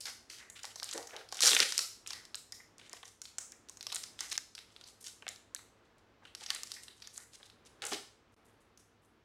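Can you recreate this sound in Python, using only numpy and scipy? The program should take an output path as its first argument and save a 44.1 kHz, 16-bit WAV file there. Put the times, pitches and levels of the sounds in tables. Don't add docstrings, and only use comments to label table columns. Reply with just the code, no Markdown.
import sys
import numpy as np
from scipy import signal
from scipy.fft import rfft, irfft
from scipy.io import wavfile
from scipy.ndimage import uniform_filter1d

SR = 44100
rng = np.random.default_rng(int(sys.argv[2]) if len(sys.argv) > 2 else 0)


def dump(signal):
    limited = np.clip(np.atleast_2d(signal).T, -1, 1)
    pcm = np.round(limited * 32767).astype(np.int16)
    wavfile.write(sys.argv[1], SR, pcm)


N = 407484

# (frequency [Hz], gain [dB])
FILM_RESPONSE = [(100, -27), (300, -14), (700, -1), (1000, -2), (1400, 2), (1900, -2), (2400, -4),
                 (3000, -3), (4500, -4.5), (6500, -1), (9000, 2.5), (12000, 0), (16000, -9.5)]
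# (start [s], length [s], level before it sags [dB], pitch of the crackle [Hz])
SLIDING_STROKES = [(0.0, 0.025, -49, 6100), (0.05, 0.045, -49.5, 4100), (0.288, 0.115, -56.5, 3600),
                   (0.55, 0.05, -53.5, 2980), (0.62, 0.1, -61, 3500), (0.82, 0.17, -56.5, 3630),
                   (1.085, 0.13, -56.5, 1700), (1.315, 0.09, -51.5, 3920), (1.418, 0.085, -30, 5000),
                   (1.505, 0.045, -37, 3960), (1.59, 0.04, -34.5, 3350), (1.635, 0.15, -47.5, 4340),
                   (2.06, 0.07, -52.5, 4200), (2.785, 0.09, -64.5, 3020), (2.905, 0.07, -60, 3300),
                   (3.04, 0.05, -63, 5000), (4.183, 0.115, -54.5, 4300), (4.3, 0.03, -48, 4330),
                   (4.69, 0.14, -68, 3960), (4.855, 0.055, -62, 5000), (5.002, 0.03, -63, 6400),
                   (5.034, 0.062, -50, 4830), (5.84, 0.03, -78, 4200), (5.975, 0.018, -71, 3490),
                   (6.23, 0.04, -69, 3520), (6.395, 0.05, -54.5, 3680), (6.488, 0.085, -52.5, 3830),
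                   (6.65, 0.12, -59.5, 4250), (6.82, 0.035, -59.5, 5250), (6.96, 0.09, -67.5, 4450),
                   (7.125, 0.11, -59.5, 6000), (7.318, 0.04, -58, 4400), (7.39, 0.08, -69, 4200),
                   (7.65, 0.028, -65.5, 4600), (7.818, 0.07, -48, 2730), (7.905, 0.04, -42, 3040),
                   (8.32, 0.025, -73.5, 7990), (8.445, 0.055, -74.5, 8440), (8.595, 0.035, -78.5, 7000),
                   (8.775, 0.03, -71, 6770), (9.02, 0.04, -76, 8500)]


def undb(db):
    return 10 ** (np.asarray(db) / 20)


def unit(x):
    return x / np.sqrt(np.mean(x ** 2))


def fade(t, t60):
    return np.exp(-np.log(1000) * t / t60)


def add(out, at, x):
    start = max(int(round(at * SR)), 0)
    out[start:start + len(x)] += x[:max(N - start, 0)]


def colour(x, points, size=4096):
    hz, db = np.transpose(points)
    freqs = np.maximum(np.fft.rfftfreq(size, 1 / SR), 1)
    response_db = np.interp(np.log(freqs), np.log(hz), db)
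    cepstrum = irfft(np.log(undb(response_db)))
    cepstrum[1:size // 2] *= 2
    cepstrum[size // 2 + 1:] = 0
    impulse_response = irfft(np.exp(rfft(cepstrum)))
    return signal.fftconvolve(x, impulse_response)[:len(x)]


def resonate(x, hz, q):
    w = 2 * np.pi * min(hz, .45 * SR) / SR
    a = np.sin(w) / (2 * q)
    return signal.lfilter([a, 0, -a], [1 + a, -2 * np.cos(w), 1 - a], x)


def walk(rate):
    hold = max(int(SR / rate), 1)
    steps = np.repeat(rng.standard_normal(N // hold + 1), hold)
    return unit(uniform_filter1d(steps, hold)[:N])


def background(waver_db=1.5, drift=1.0, swell_db=1.44):
    # (frequency [Hz], relative level per Hz [dB])
    air_colour = [(25, -4.5), (50, 0.5), (85, -2.5), (170, -3), (350, -0.5), (650, -5.5), (1300, -7.5),
                  (2200, -13), (3500, -17), (6000, -24.5), (10000, -38), (14000, -37.5)]
    # (frequency [Hz], rms level before the waver [dB])
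    hum_lines = [(64.6, -83.5), (101, -79.5), (107.7, -83.5), (231.5, -84), (457.6, -83)]
    air_db = -68.5
    t = np.arange(N) / SR
    air = unit(colour(rng.standard_normal(N), air_colour)) * undb(air_db + swell_db * walk(3))
    hum = 0
    for hz, db in hum_lines:
        level = np.sqrt(2) * undb(db + waver_db * walk(15))
        hum = hum + level * np.sin(2 * np.pi * hz * t + drift * walk(3.9))
    return air + hum


def room(x, wet_db=-3, build=0.022, t60_low=0.29, t60_mid=0.43, t60_top=0.38, lumpy=0.57, blend=0.057,
         size=26000):
    # (frequency [Hz], gain [dB])
    wall_colour = [(150, -5), (500, 2), (1500, 1), (3000, -2), (6000, -1.5), (10000, 2), (15000, 5)]
    t = np.arange(size) / SR
    noise = rng.standard_normal(size)
    echoes = noise * np.exp(lumpy * np.exp(-t / blend) * (rng.standard_normal(size) - lumpy))
    low = signal.sosfiltfilt(signal.butter(2, 1500, fs=SR, output="sos"), echoes)
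    top = signal.sosfiltfilt(signal.butter(3, 9000, "high", fs=SR, output="sos"), echoes)
    mid = echoes - low - top
    tail = low * fade(t, t60_low) + mid * fade(t, t60_mid) + top * fade(t, t60_top)
    tail = colour(tail * np.minimum(t / build, 1) ** 2, wall_colour)
    return undb(wet_db) * signal.fftconvolve(x, unit(tail) / np.sqrt(size))[:N]


def bumps(q=.9, broad_db=-4, grain=0.39, size=16384):
    # (time [s], peak level [dB], centre [Hz], t60 [s])
    contacts = [(0.063, -47, 1230, 0.16), (0.391, -55.5, 1720, 0.36), (0.641, -41.5, 920, 0.036),
                (0.759, -50, 850, 0.03), (0.824, -42, 1120, 0.024), (0.943, -39.5, 497, 0.15),
                (0.966, -44.5, 600, 0.26), (1.122, -49.5, 603, 0.34), (1.324, -38, 820, 0.029),
                (1.425, -42, 490, 0.29), (1.511, -39, 395, 0.14), (1.596, -41.5, 430, 0.2),
                (1.605, -45, 210, 0.14), (1.779, -51, 418, 0.12), (2.106, -54, 896, 0.062),
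                (2.13, -54.5, 1680, 0.32), (2.523, -54, 1460, 0.049), (2.596, -54.5, 1700, 0.072),
                (2.933, -49, 689, 0.046), (3.031, -50.5, 1080, 0.038), (3.521, -57, 2030, 0.087),
                (3.922, -42.5, 1050, 0.046), (4.203, -51, 1350, 0.27), (4.323, -46, 910, 0.04),
                (5.223, -49.5, 780, 0.043), (5.267, -45, 747, 0.031), (5.584, -55, 1277, 0.066),
                (6.219, -59, 847, 0.13), (6.413, -56.5, 850, 0.11), (6.495, -46.5, 1400, 0.2),
                (6.761, -49.5, 1990, 0.11), (7.17, -60, 1410, 0.29), (7.399, -54, 766, 0.06),
                (7.817, -49, 700, 0.36), (7.915, -38.5, 326, 0.13), (7.919, -36.5, 750, 0.038)]
    # (frequency [Hz], width [Hz], gain [dB])
    table_modes = [(150, 50, -15), (234.8, 17, -8), (298, 34, -5), (455, 83, 4.5), (520, 40, -10),
                   (830, 140, 2), (1130, 93, -1), (1536, 84, 0.5), (1900, 320, 7.5)]
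    rise_share = 0.058
    out, t = np.zeros(N), np.arange(size) / SR
    chance = rng.standard_normal((len(contacts), 2, size))
    for (at, db, hz, t60), (scuff, catch) in zip(contacts, chance):
        grains = np.tanh(unit(uniform_filter1d(catch, size=160)))
        scuff = scuff * np.exp(grain * grains)
        modes = sum(undb(gain) * resonate(scuff, f, f / width) for f, width, gain in table_modes)
        body = undb(broad_db) * scuff + modes
        knock = unit(resonate(resonate(body, hz, q), hz, q))
        rise = rise_share * t60
        contact = np.minimum(t / rise, 1) * fade(np.maximum(t - rise, 0), t60)
        add(out, at, undb(db) * contact * knock)
    return out


def sliding():
    attack_s, sag_db_per_s, release_t60_s = 0.014, 18, 0.049
    t = np.arange(N) / SR
    gain, pitch = np.zeros(N), np.full(N, float(SLIDING_STROKES[0][3]))
    for start, length, db, hz in SLIDING_STROKES:
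        since = np.maximum(t - start, 0)
        stroke = np.minimum(since / attack_s, 1) * undb(db - sag_db_per_s * since)
        stroke = stroke * fade(np.clip(since - length, 0, 1), release_t60_s)
        pitch = np.where(stroke > gain, hz, pitch)
        gain = np.maximum(gain, stroke)
    return gain, pitch


def slide(per_second=2200, scatter_db=2.5, hiss=.45, catch_db=3, band_db=3.0):
    effort, hz = sliding()
    largest, q = 3.6, .7
    sizes = undb(scatter_db * np.minimum(rng.exponential(size=N), largest)) * rng.choice([-1, 1], N)
    catches = unit(sizes * (rng.random(N) < per_second / SR)) + hiss * rng.standard_normal(N)
    catches = colour(catches, FILM_RESPONSE)
    facets_hz = np.geomspace(1400, 10000, 8)
    place = np.interp(np.log(hz), np.log(facets_hz), np.arange(len(facets_hz)))
    crackle = 0
    for k, f in enumerate(facets_hz):
        share = np.maximum(1 - abs(place - k), 0) * undb(band_db * walk(60))
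        crackle = crackle + share * unit(resonate(resonate(catches, f, q), f, q))
    rustle = undb(-13.5) * unit(catches)
    return (crackle + rustle) * effort * undb(catch_db * walk(110))


def small_creases(above_db=8, scatter_db=2.5, pitch_ratio=0.98, pitch_spread=0.29, film_db=-10, count=96):
    start, length, db, hz = np.transpose(SLIDING_STROKES)
    ends = np.cumsum(length)
    travel = (np.arange(count) + rng.random(count)) / count * ends[-1]
    k = np.searchsorted(ends, travel)
    strength, facet = rng.standard_normal((count, 2)).T
    times = start[k] + ends[k] - travel
    levels = db[k] + above_db + scatter_db * strength
    pitches = hz[k] * pitch_ratio * np.exp(pitch_spread * facet)
    return list(zip(times, levels, pitches, np.full(count, film_db)))


def snaps(bounce_db=-10, bounce_s=0.00046, ring_t60=0.025, tock_hz=1700, tock_q=8, tock_db=-16,
          tock_scatter_db=3, facing=0.72, stray_db=2.5, size=2048, count=9):
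    # (time [s], level over 1 ms [dB], pitch of the facet [Hz], ring of the film relative to the snap [dB])
    loud_creases = [(0.009, -43, 4800, 6.5), (0.0556, -34.5, 4900, 3), (0.2995, -45, 5100, 7),
                    (0.5, -41.5, 7400, -1.5), (0.5664, -52, 2940, -8), (0.6325, -41, 5600, 3.5),
                    (0.6455, -40.5, 4300, -7), (0.6534, -34.5, 4800, -15), (0.7582, -40, 5100, 3),
                    (0.7997, -35, 4700, -11), (0.8308, -30, 4800, -4), (0.8433, -33, 7060, -9),
                    (0.891, -35.5, 4300, -10), (0.9125, -34.5, 5900, -1.5), (0.9283, -36, 4080, -10),
                    (0.932, -34.5, 5170, -3), (0.9364, -34, 7400, -3.5), (0.9781, -33, 5230, -5.5),
                    (1.028, -44.5, 4650, -2), (1.072, -43.5, 5750, 2), (1.1649, -37, 4250, -1.5),
                    (1.289, -48, 4500, 2.5), (1.318, -46, 4560, -10), (1.325, -32.5, 4940, -4),
                    (1.3451, -37, 6070, -12), (1.3705, -36, 5240, -9.5), (1.3913, -36.5, 3160, 1),
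                    (1.4063, -23, 5060, -0.5), (1.4227, -18.5, 4640, -1), (1.4303, -19, 4130, -10),
                    (1.4356, -18.5, 4230, -21), (1.4433, -22, 5070, -11), (1.4508, -18, 5770, -9.5),
                    (1.4565, -23, 5454, -6.5), (1.4593, -16, 4790, -14.5), (1.4676, -16.5, 4700, -9),
                    (1.472, -17, 5360, -9), (1.4745, -16, 5400, -3.5), (1.4785, -15.5, 5160, -17),
                    (1.4839, -18.5, 4700, -2.5), (1.492, -21, 4260, -10.5), (1.5088, -21, 4635, -3),
                    (1.5173, -20, 3650, -3.5), (1.5326, -19, 3200, -6.5), (1.5494, -20, 5040, -1),
                    (1.5666, -16, 3000, -5), (1.59, -24, 5930, -2), (1.603, -13, 4500, -8),
                    (1.632, -28, 4500, -4.5), (1.723, -26, 4900, -4), (1.7794, -18.5, 5400, -5),
                    (1.7912, -22, 4850, -0.5), (2.0635, -41, 3100, -3), (2.0744, -33.5, 6040, -9),
                    (2.106, -33.5, 4900, 0), (2.1332, -33.5, 4340, -3.5), (2.253, -44.5, 4870, -6),
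                    (2.3455, -31, 4270, -6.5), (2.3547, -33, 6530, -5), (2.5227, -36.5, 5370, 0),
                    (2.7828, -48, 6230, -8.5), (2.8146, -50.5, 2800, -1), (2.8961, -44.5, 6200, -11),
                    (2.9311, -37, 5700, -5), (3.0305, -43.5, 3380, -2.5), (3.055, -45.5, 5930, -1),
                    (3.2176, -36, 6200, -2.5), (3.2546, -41.5, 4300, -1), (3.3842, -28, 6160, -2.5),
                    (3.5209, -41.5, 5940, -9), (3.687, -47, 5100, -0.5), (3.6966, -38, 6770, -9.5),
                    (3.772, -43.5, 6080, -4.5), (3.8094, -37.5, 4630, -2), (3.8283, -38, 5650, -9),
                    (3.8682, -30, 4730, -3.5), (3.9016, -41, 3700, 0), (3.9203, -36.5, 3620, -2),
                    (3.9249, -32, 4440, 1), (3.947, -28.5, 7900, -6), (3.9588, -27.5, 7340, -8),
                    (3.9647, -32.5, 4160, -4.5), (4.035, -39, 5900, -6), (4.038, -35, 5040, -3),
                    (4.1914, -37, 3540, -1), (4.2073, -27, 5800, -6), (4.3169, -33, 5040, 1.5),
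                    (4.3287, -31.5, 6040, -16), (4.3552, -36.5, 3670, -17), (4.3784, -21.5, 5740, -20),
                    (4.5514, -39.5, 4680, -0.5), (4.58, -41, 3100, -3.5), (4.5898, -40.5, 3800, -6),
                    (4.7639, -43.5, 3780, -6), (4.8123, -45.5, 4060, -5), (4.8394, -48.5, 4600, 4),
                    (5.071, -37, 5030, -6), (5.2239, -43.5, 2660, -6), (5.2673, -35.5, 2300, -6),
                    (5.2806, -32.5, 3800, -4.5), (5.2895, -31, 6600, -10), (5.361, -45.5, 4800, -18),
                    (5.5483, -28.5, 6640, -14.5), (5.563, -41, 3807, -4), (6.253, -46.5, 3110, 2),
                    (6.3504, -35, 4700, -5.5), (6.4625, -36, 4800, 1.5), (6.5044, -21, 4070, -9.5),
                    (6.5488, -32, 7300, -6.5), (6.5613, -37.5, 3600, 1), (6.6342, -30.5, 5800, -9.5),
                    (6.673, -44.5, 5260, -6), (6.7181, -32, 4800, -3.5), (6.7394, -43.5, 5100, 3),
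                    (6.8823, -42.5, 3800, -0.5), (7.0218, -44, 4370, 3.5), (7.0735, -39.5, 5640, -5.5),
                    (7.1784, -33.5, 7500, -16.5), (7.4302, -46, 3850, -2.5), (7.5, -49, 3900, -4.5),
                    (7.8524, -32, 7900, -2), (7.8662, -33.5, 6200, 1.5), (7.9332, -29.5, 4670, -3.5),
                    (8.775, -54.5, 5600, 2)]
    flip_cycles, crack_db, mode_q = .6, -12, 10
    near, stray, t = np.zeros(N), np.zeros(N), np.arange(size) / SR
    lead = 32 / SR
    creases = loud_creases + small_creases()
    chance = rng.standard_normal((len(creases), size + count))
    for (at, db, hz, film_db), draw in zip(creases, chance):
        phase, path, slack, grip, *detune = draw[size:]

        def wavelet(u):
            return np.exp(-abs(u) * hz / flip_cycles) * np.cos(2 * np.pi * (hz * u + phase))

        bounce = undb(bounce_db) * wavelet(t - lead - bounce_s * np.exp(path / 2))
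        crack = unit(resonate(signal.unit_impulse(size, round(lead * SR)), hz, 1 / 2))
        flip = unit(wavelet(t - lead) + bounce) + undb(crack_db) * crack
        flip = signal.lfilter(*signal.butter(2, min(3 * hz, .45 * SR), fs=SR), flip)
        waves = draw[:size] * fade(t, ring_t60) * np.clip(t / 0.0013, 0, 1) ** 2
        modes = sum(resonate(waves, hz * np.exp(d), mode_q) for d in detune)
        ring = signal.fftconvolve(waves + modes, flip)[:size]
        tock = unit(resonate(waves, tock_hz * np.exp(.3 * slack), tock_q))
        tock = tock * undb(tock_db + tock_scatter_db * grip)
        pulse, ring_gain = unit(colour(flip, FILM_RESPONSE)), undb(film_db)
        gain = undb(db) * np.sqrt(SR / 1000 / size)
        add(near, at - lead, gain * (pulse + ring_gain * unit(colour(ring, FILM_RESPONSE)) + tock))
        spread = pulse * np.hypot(1, ring_gain) + tock
        add(stray, at - lead, gain * spread * undb(stray_db + facing * film_db))
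    return near, stray


def scene():
    near, stray = snaps()
    handling = slide() + bumps()
    return (near + handling + room(stray + handling) + background())[None]


def record(dry):
    # (start [s], end [s])
    dip_spans = [(4.37, 4.3755), (8.345, 8.364)]
    rumble_hz, top_hz = 32, 16000
    t = np.arange(N) / SR
    dipped = uniform_filter1d(sum(1. * ((t > a) & (t < b)) for a, b in dip_spans), size=40)
    rumble_cut = signal.butter(2, rumble_hz, "high", fs=SR, output="sos")
    sound = signal.sosfilt(rumble_cut, dry * undb(-20 * dipped))
    return signal.sosfilt(signal.ellip(8, .2, 70, top_hz, fs=SR, output="sos"), sound)


dry = scene()
out = record(dry)
dump(out)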